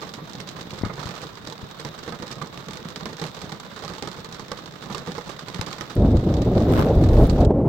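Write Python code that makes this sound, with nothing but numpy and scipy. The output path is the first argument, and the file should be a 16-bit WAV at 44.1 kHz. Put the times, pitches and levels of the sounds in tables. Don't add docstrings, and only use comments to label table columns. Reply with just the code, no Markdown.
import sys
import numpy as np
from scipy import signal
from scipy.fft import rfft, irfft, next_fast_len
from scipy.io import wavfile
from scipy.ndimage import uniform_filter1d, map_coordinates

SR = 44100
rng = np.random.default_rng(int(sys.argv[2]) if len(sys.argv) > 2 else 0)


def transcribe(signal):
    frames = np.atleast_2d(signal).T
    limited = np.clip(frames, -1, 1)
    pcm = np.round(limited * 32767).astype(np.int16)
    wavfile.write(sys.argv[1], SR, pcm)


N = 339064
WIND_START_S, RAIN_END_S = 5.955, 7.458

# (time [s], crack level [dB], pane ring level [dB], cabin thud level [dB])
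BIG_DROPS = [(0.0273, -45, -35.5, -41), (0.1376, -26.5, -56, -52), (0.1847, -45, -36.5, -56),
             (0.401, -24, -39.5, -36), (0.4735, -26, -51, -50), (0.4874, -28, -52, -43),
             (0.609, -27, -38.5, -38), (0.7053, -29.5, -44, -45), (0.8476, -36, -31, -34),
             (0.8965, -46, -31, -34), (0.9784, -38, -35, -32), (1.056, -26, -48, -34.5),
             (1.0892, -30, -34.5, -33), (1.2158, -26, -47, -50), (1.2302, -31, -40.5, -44),
             (1.472, -26, -36, -43), (1.7975, -26, -44, -58), (1.8484, -25.5, -33, -31.5),
             (2.0774, -28, -33.5, -30.5), (2.1225, -35, -33.5, -34), (2.2228, -28, -32, -35),
             (2.3112, -26, -43, -37), (2.3239, -27, -46, -52), (2.4154, -27.5, -30.5, -31),
             (2.5745, -27, -44, -35), (2.6838, -31, -40, -35.5), (2.7324, -24.5, -39, -37),
             (2.8856, -28, -56, -40), (2.9584, -24.5, -49, -37.5), (3.0082, -40, -35.5, -36.5),
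             (3.056, -20.5, -32.5, -31.5), (3.2151, -25, -32.5, -30.5), (3.2391, -18.5, -34, -35),
             (3.2655, -23.5, -40, -43), (3.416, -24.5, -39, -37), (3.5194, -26, -36, -34),
             (3.8375, -30.5, -35.5, -39), (4.0234, -25, -33.5, -29), (4.0737, -19.5, -34, -36),
             (4.3949, -29, -38.5, -37), (4.5162, -22.5, -31, -37.5), (4.8998, -30.5, -33.5, -31.5),
             (4.9467, -18, -33.5, -31), (5.0727, -28, -33.5, -28), (5.1807, -26, -32.5, -38),
             (5.2922, -25, -41, -43), (5.4828, -25.5, -37.5, -38), (5.5442, -20.5, -38, -33),
             (5.6115, -12, -31.5, -35), (5.663, -28, -55, -33.5), (5.7282, -23, -45, -42),
             (5.7823, -30.5, -36.5, -38.5), (5.809, -17.5, -31, -37)]
# (frequency [Hz], level [dB])
CRACK_COLOUR = [(700, -1), (2400, 5.5), (5000, 1.5), (16000, -25)]
# (frequency [Hz], level [dB])
TICK_COLOUR = [(900, -15), (1800, -1), (2600, -5.5), (3900, 3.5), (5000, 0), (8000, -9.5), (10300, -29),
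               (12500, -18), (16000, -41)]
# (frequency [Hz], level [dB])
RING_COLOUR = [(300, -16.5), (550, 2), (720, -3.5), (1180, -0.5), (1600, -10), (2100, -5), (3200, -37.5),
               (7000, -73)]
# (frequency [Hz], level [dB])
THUD_COLOUR = [(30, -15), (80, -15), (130, 1), (180, 3.5), (270, -7.5), (450, -4.5), (750, -26.5),
               (2000, -59.5)]
SPATTER_DB, SPATTER_GROWS, SPATTER_MAX_DB = -12, 0.68, -28


def big_drops():
    s, crack_db, ring_db, thud_db = np.vstack([BIG_DROPS, stray_drops()]).T
    crack = struck(s + 0.00095, crack_db + 2.5, t60=0.0068, tail_db=-23, tail_t60=0.044, rise_s=0.00042)
    spatter_db = np.minimum(SPATTER_DB + SPATTER_GROWS * crack_db, SPATTER_MAX_DB)
    spatter = struck(s, spatter_db, t60=0.04, tail_db=-6.5, tail_t60=0.15, rise_s=0.00045) * droplets()
    ring = struck(s, ring_db, t60=0.048, tail_db=0.0, tail_t60=0.18, rise_s=0.00093)
    thud = struck(s, thud_db + 5.5, t60=0.11, tail_db=-3.5, tail_t60=0.2, rise_s=0.0055)
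    tock = np.array([pane(s, ring_db + 2.5), pane(s, ring_db)])
    boom = ping(s, thud_db + 3.5, hz=170, spread=0.29, t60=0.1, rise_s=0.0045)
    sharp = coloured(spatter, TICK_COLOUR) + coloured(crack, CRACK_COLOUR)
    round_part = coloured(ring, RING_COLOUR) + coloured(thud, THUD_COLOUR)
    return cabin(sharp + round_part + tock) + snaps(s + 0.001001, crack_db + 7.0) + boom


def snaps(times, db):
    spikes = np.bincount(np.clip(times * SR, 0, N - 1).astype(int), amp(db), N)
    return coloured(spikes, CRACK_COLOUR) * amp([[-8], [0]])


# (frequency [Hz], level [dB])
PANE_MODES = [(335, -4), (470, 0.5), (840, -2), (1020, -2.5), (1200, 1), (1490, -7.5), (1800, -8.5)]
PANE_DB, PANE_T60_S = 3, 0.069
LANDING_DB = 6


def pane(times, db):
    shares = LANDING_DB * rng.uniform(-2.3, 1, (len(times), len(PANE_MODES)))
    tock = np.zeros(N)
    for (hz, mode_db), share in zip(PANE_MODES, shares.T):
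        tock += ping(times, db + PANE_DB + mode_db + share, hz=hz, spread=0.054, t60=PANE_T60_S)
    return tock


# crack, ring and thud level [dB]
STRAY_LEVELS = [2.5, 3.5, 4]
STRAY_PER_S, STRAY_SCATTER_DB = 8, 0.5


def stray_drops():
    s = falling(STRAY_PER_S)
    scatter = STRAY_SCATTER_DB * rng.uniform(-2.3, 1.55, (len(s), len(STRAY_LEVELS)))
    db = rain_db(s)[:, None] + STRAY_LEVELS + scatter
    return np.column_stack([s, db])


# (time [s], level [dB])
LIGHT_DROPS = [(0.015, -28.5), (0.0752, -35), (0.0908, -27), (0.295, -30.5), (0.3324, -28.5),
               (0.351, -28.5), (0.7868, -27), (0.9368, -32), (1.034, -31.5), (1.1517, -30), (1.267, -29.5),
               (1.3528, -33.5), (1.4982, -29.5), (1.5231, -26), (1.7108, -31), (1.9892, -28.5),
               (2.0344, -29), (2.2675, -31.5), (2.278, -29), (2.4708, -32), (2.5417, -32), (2.707, -26),
               (2.7707, -27), (3.129, -29), (3.1673, -29), (3.196, -26.5), (3.347, -29.5), (3.389, -33),
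               (3.492, -29.5), (3.5988, -27), (3.7647, -35), (3.7905, -32.5), (3.8781, -26), (3.935, -28.5),
               (3.949, -29.5), (3.9812, -26), (4.114, -28), (4.129, -32), (4.164, -35.5), (4.193, -35),
               (4.245, -27), (4.288, -34), (4.3243, -26.5), (4.3431, -28.5), (4.4812, -31.5), (4.574, -29),
               (4.6576, -28), (4.8371, -36.5), (4.9243, -26), (4.9797, -23.5), (5.1175, -26), (5.1697, -32),
               (5.2777, -32), (5.3917, -25), (5.6207, -30), (5.7121, -30), (5.898, -31), (6.1682, -27),
               (6.339, -26), (6.367, -28.5), (6.418, -25), (6.5788, -28), (6.6024, -30), (6.621, -30),
               (7.0372, -25), (7.0873, -30), (7.2966, -20.5), (7.448, -27.5)]


def light_drops():
    s, db = np.transpose(LIGHT_DROPS)
    burst = struck(s + 0.0011, db + 4, t60=0.0086, tail_db=-12, tail_t60=0.064, rise_s=0.00054)
    tock = np.array([pane(s, db - 10.5), pane(s, db - 8)])
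    click = ping(s + 0.001018, db + 0.5, hz=5000, spread=0.39, t60=0.003)
    return cabin(coloured(burst, TICK_COLOUR) + tock) + click * amp([[-10], [0]])


SPIT_PER_S, SPIT_DB = 22, 11.5


def spits():
    s = falling(SPIT_PER_S)
    db = rain_db(s) + SPIT_DB + 4 * rng.uniform(-3.1, 1, len(s))
    clicks = ping(s, db + 1.0, hz=4230, spread=0.44, t60=0.0027)
    bursts = coloured(struck(s, db + 2.5, t60=0.0053, tail_db=-15, tail_t60=0.025), TICK_COLOUR)
    return (clicks + bursts) * amp([[-10], [0]])


# (frequency [Hz], level [dB])
PATTER_COLOUR = [(200, 0), (500, 8), (780, 3), (1180, 9), (2400, -3), (3900, 0), (8000, -13), (10300, -28),
                 (16000, -23.5)]
PATTER_DB = 7.5


def patter(rate=100, spread_db=5):
    times = falling(rate)
    sizes_db = spread_db * np.clip(rng.standard_normal(len(times)), -2, 2)
    blows = struck(times, sizes_db, t60=0.0018, tail_db=-5.0, tail_t60=0.099)
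    return unit(coloured(blows, PATTER_COLOUR)) * amp(rain_db(np.arange(N) / SR) + PATTER_DB)


# (time [s], level [dB])
RAIN_LEVEL = [(0.0, -44.5), (0.2, -50), (1.06, -44.5), (1.28, -48.5), (3.43, -46.5), (3.66, -46.5),
              (3.96, -45), (4.65, -48), (5.69, -44.5), (6.18, -47), (6.67, -46.5), (7.3, -45.5)]
EASING_DB = -2


def rain_db(times):
    return np.interp(times, *np.transpose(RAIN_LEVEL)) + EASING_DB * (times > WIND_START_S)


# (frequency [Hz], level [dB])
ROOF_COLOUR = [(25, -22), (70, -8.5), (160, 6), (280, -4), (480, -10.5), (1300, -18.5), (3000, -63)]


def roof(rate=30, spread_db=4.0):
    times = falling(rate)
    sizes_db = spread_db * np.clip(rng.standard_normal(len(times)), -2, 2)
    blows = struck(times, sizes_db, t60=0.026, tail_db=-3.0, tail_t60=0.21)
    return unit(coloured(blows, ROOF_COLOUR)) * amp(-40.5)


# (frequency [Hz], likeness [0 to 1])
LIKENESS = [(60, 1), (200, 0.82), (600, 1), (1500, 0.13), (4000, 0.071)]
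# (frequency [Hz], level [dB])
LEFT_SHADE = [(60, 4.5), (130, -3), (200, -2), (450, -6), (750, -9.5), (1200, -11.5), (2500, -19.5),
              (3700, -2), (6000, -40.5), (16000, 15.5)]


def cabin(x):
    def blend(hz):
        turn = np.arccos(np.clip(along(LIKENESS, hz), -1, 1)) / 2
        return np.array([np.cos(turn), np.sin(turn)])

    def shade(hz):
        sides = np.array([amp(along(LEFT_SHADE, hz)), np.ones_like(hz)])
        return sides / np.linalg.norm(sides, axis=0)

    mid, side = filtered(x, blend)
    return filtered(np.array([mid + side, mid - side]), shade)


# (time [s], level [dB], push time [s])
BODY_BUMPS = [(0.812, -26, 0.003), (0.8349, -10.5, 0.0018), (0.842, -24, 0.0052), (.862, -21, 0.0019),
              (1.056, -25.5, 0.0039), (1.629, -32, 0.0048), (5.593, -18, 0.0028)]


def bumps():
    out = np.zeros(N)
    for s, db, push_s in BODY_BUMPS:
        t = np.maximum(np.arange(N) / SR - s, 0)
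        boom = amp(db - 7 - 60 * t / 0.13) * np.sin(2 * np.pi * 105 * t)
        out += push(s, db, push_s) + boom
    s, db, _ = np.transpose(BODY_BUMPS)
    shake = coloured(struck(s, db - 13, t60=0.017, tail_db=-10, tail_t60=0.078), RING_COLOUR)[0]
    return filtered(out, lambda hz: 1j * hz / (1j * hz + 45)) + shake


# (time [s], buffet level [dB], roar level [dB])
WIND_LEVELS = [(5.97, -18, -21), (6.136, -15, -15.5), (6.192, -18.5, -28.5), (6.226, -36, -22.5),
               (6.27, -21.5, -18.5), (6.322, -23, -22), (6.754, -20.5, -18), (6.87, -29, -22),
               (6.978, -15, -20), (7.04, -14, -15.5), (7.146, -16.5, -26), (7.208, -16, -15),
               (7.298, -23.5, -21), (7.488, -22, -18.5), (7.518, -22.5, -19), (7.68, -25, -17.5)]
# (time [s], level [dB])
FLUTTER_LEVELS = [(5.97, -30.5), (6.04, -26.5), (6.14, -27.5), (6.2, -36), (6.27, -29), (6.5, -29),
                  (6.75, -24.5), (6.83, -29), (6.865, -21.5), (6.95, -23), (7.11, -28.5), (7.21, -23),
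                  (7.285, -29), (7.32, -34), (7.36, -24), (7.56, -22), (7.68, -27)]
# (time [s], level [dB])
SURGE_LEVELS = [(6.88, -39), (6.97, -20), (7.21, -15.5), (7.34, -20), (7.55, -29.5)]
# (time [s], level [dB], push time [s])
HARD_PUFFS = [(6.048, -5.5, 0.0018), (6.965, -4.5, .006), (7.029, -13, 0.0032), (7.048, -10, .003),
              (7.206, -4, 0.0057), (7.404, -10, 0.0048), (7.468, -6, 0.0051)]
# (frequency [Hz], level [dB])
BUFFET_COLOUR = [(12, -11.5), (38, -2.5), (66, 5.5), (110, 6.5), (170, -15.5), (400, -80)]
# (frequency [Hz], level [dB])
ROAR_COLOUR = [(70, -19.5), (135, 2.5), (300, -2), (400, -8), (600, -27), (1500, -80)]
# (frequency [Hz], level [dB])
SURGE_COLOUR = [(12, -11), (37, 5), (62, -0.5), (100, -25), (200, -66)]
# (frequency [Hz], level [dB])
FLUTTER_COLOUR = [(250, -13.5), (420, 0.5), (580, 0), (800, -10), (1600, -35.5), (4000, -53), (16000, -80)]
PORT_DIFFERENCE_DB = -49.5


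def wind():
    buffet_db, roar_db = curves(WIND_LEVELS)
    flutter_db, = curves(FLUTTER_LEVELS)
    surge_db, = curves(SURGE_LEVELS)
    eddies = wobble(55)

    def layer(spectrum, lumpy_db):
        flow = coloured(noise(), spectrum)
        power = uniform_filter1d(uniform_filter1d(flow ** 2, size=SR // 25), size=SR // 40)
        strength = np.sqrt(np.abs(power) + 1e-12)
        mid, side = flow / strength * amp(lumpy_db * eddies)
        return unit(mid + amp(PORT_DIFFERENCE_DB) * np.array([side, -side]))

    air = amp(buffet_db + 0.4) * layer(BUFFET_COLOUR, lumpy_db=1.5)
    air += amp(roar_db + 0.5) * layer(ROAR_COLOUR, lumpy_db=2.5)
    air += amp(surge_db) * layer(SURGE_COLOUR, lumpy_db=3.5)
    air -= sum(push(*puff) for puff in HARD_PUFFS)
    air = .75 * np.tanh(air / .75)
    air += amp(flutter_db + 1.34) * layer(FLUTTER_COLOUR, lumpy_db=3.0)
    return air * after(WIND_START_S, fade=0.01)


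# (time [s], level [dB])
SPLASH_PEAKS = [(6.794, -25), (7.26, -39.5)]
# (time [s], level [dB])
SPRAY_FLECKS = [(5.954, -34.5), (6.156, -45), (6.705, -43), (6.7228, -31.5), (6.7406, -34), (6.7485, -36),
                (6.811, -35), (6.859, -38), (6.954, -38), (7.272, -34), (7.406, -38)]
# (frequency [Hz], level [dB])
WATER_COLOUR = [(300, 20), (800, 16.5), (1200, 14.5), (2500, 2), (3800, 1), (8000, -13), (10300, -21),
                (12500, -8), (16000, -16)]
# (frequency [Hz], level [dB])
SLAP_COLOUR = [(500, -17), (1100, -4.5), (1500, -20), (3000, -45)]
SPLASH_RISE_DB_PER_S, SPLASH_FALL_DB_PER_S = 104, 233.5
WASH_DB, WASH_SWELL_S = -44.5, 0.48


def splash():
    t = np.arange(N) / SR
    fleck_s, fleck_db = np.transpose(SPRAY_FLECKS)
    flecks = struck(fleck_s, fleck_db + 3.0, t60=0.005, tail_db=-18, tail_t60=.03)
    level = amp(WASH_DB) * after(WIND_START_S, fade=WASH_SWELL_S)
    for s, db in SPLASH_PEAKS:
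        drop_db = np.maximum(SPLASH_RISE_DB_PER_S * (s - t), SPLASH_FALL_DB_PER_S * (t - s))
        level = level + amp(db - drop_db)
    wash = noise() * level * unit(droplets() ** 1.4)
    landing = SPLASH_PEAKS[0][0]
    slap = struck(np.array([landing - .004]), [-20], t60=0.034, tail_db=-8, tail_t60=.1)
    return coloured(wash, WATER_COLOUR) + coloured(slap, SLAP_COLOUR) + plops(landing, count=9) + flecks


def plops(s, count):
    times = s + np.linspace(-.035, .025, count) + .003 * rng.uniform(-0.7, 1, count)
    return ping(times, -22 - 400 * np.abs(times - s), hz=1206, spread=.3, t60=0.018)


# (frequency [Hz], level [dB])
FAR_COLOUR = [(100, 7), (500, 8.5), (1200, 2), (1800, 0), (2600, -6.5), (3200, -4.5), (3700, 5),
              (4500, -7.5), (6300, -16), (10300, -44), (12000, -17.5), (16000, -15)]


def far_rain():
    sway_db = .9 * wobble(14) + .4 * wobble(2)
    return coloured(noise(), FAR_COLOUR) * amp(-46.5 + sway_db)


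def falling(rate):
    count = int(rate * N / SR)
    return np.clip((np.arange(count) + rng.uniform(-1, 1, count)) / rate, 0, N / SR)


def struck(times, db, t60, tail_db, tail_t60, rise_s=0):
    t = np.arange(SR // 3) / SR
    power = np.bincount(np.clip(times * SR, 0, N - 1).astype(int), amp(db) ** 2, N)
    decay = amp(-60 * t / t60) ** 2 + amp(tail_db - 60 * t / tail_t60) ** 2
    shape = decay * swell(t, rise_s) ** 2
    return np.sqrt(np.abs(signal.fftconvolve(power, shape)[:N])) * noise()


def ping(times, db, hz, spread, t60, rise_s=0):
    t = np.arange(SR // 8) / SR
    pitch = hz * np.exp(spread * rng.uniform(-1.04, 1, (len(times), 1)))
    tones = amp(db[:, None] - 60 * t / t60) * np.sin(2 * np.pi * pitch * t) * swell(t, rise_s)
    index = (times[:, None] * SR).astype(int) + np.arange(len(t))
    return np.bincount(index.ravel(), tones.ravel(), N)[:N]


def push(s, db, push_s):
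    u = np.clip((np.arange(N) / SR - s) / push_s, 0, 20)
    return amp(db + 6.5) * np.sin(np.pi * u / (1 + 0.12 * u)) * np.exp(-.65 * u) * np.tanh(np.pi * u)


def droplets():
    return unit(amp(5 * np.minimum(wobble(600), 2)))


def swell(t, rise_s):
    return 1 - np.exp(-t / (rise_s + 1 / SR))


def amp(db):
    return 10 ** (np.asarray(db) / 20)


def unit(x):
    return x / np.sqrt(np.mean(x ** 2) + 1e-20)


def along(points, hz):
    f, v = np.transpose(points)
    return np.interp(np.log(hz + 1), np.log(f + 1), v)


def curves(rows):
    s, *cols = np.transpose(rows)
    return [np.interp(np.arange(N) / SR, s, c) for c in cols]


def after(s, fade):
    return np.clip((np.arange(N) / SR - s) / fade, 0, 1)


def wobble(rate):
    knots = rng.standard_normal(int(N * rate / SR) + 4)
    return map_coordinates(knots, [np.arange(N) * rate / SR])


def noise(channels=2):
    return rng.standard_normal((channels, N))


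def filtered(x, response):
    m = next_fast_len(N + SR // 2)
    return irfft(rfft(x, m) * response(np.fft.rfftfreq(m, 1 / SR)), m)[..., :N]


def coloured(x, spectrum):
    size = 8192
    cepstrum = irfft(np.log(amp(along(spectrum, np.fft.rfftfreq(size, 1 / SR)))))
    cepstrum[1:size // 2] *= 2
    cepstrum[size // 2 + 1:] = 0
    kernel = irfft(np.exp(rfft(cepstrum)))
    kernel = kernel[None] / np.linalg.norm(kernel)
    return signal.fftconvolve(np.atleast_2d(x), kernel, axes=1)[:, :N]


def scene():
    wet = big_drops() + light_drops() + spits() + cabin(patter() + roof()) + splash() + far_rain()
    wet = wet * (1 - after(RAIN_END_S, fade=0.0028))
    return wet + bumps() * amp([[0], [-8]]) + wind()


def record(dry):
    low_cut = signal.butter(3, 24, "highpass", fs=SR, output="sos")
    faded = signal.sosfilt(low_cut, dry) * (1 - after(N / SR - .003, fade=.003))
    return filtered(faded, lambda hz: hz < 16000)


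dry = scene()
out = record(dry)
transcribe(out)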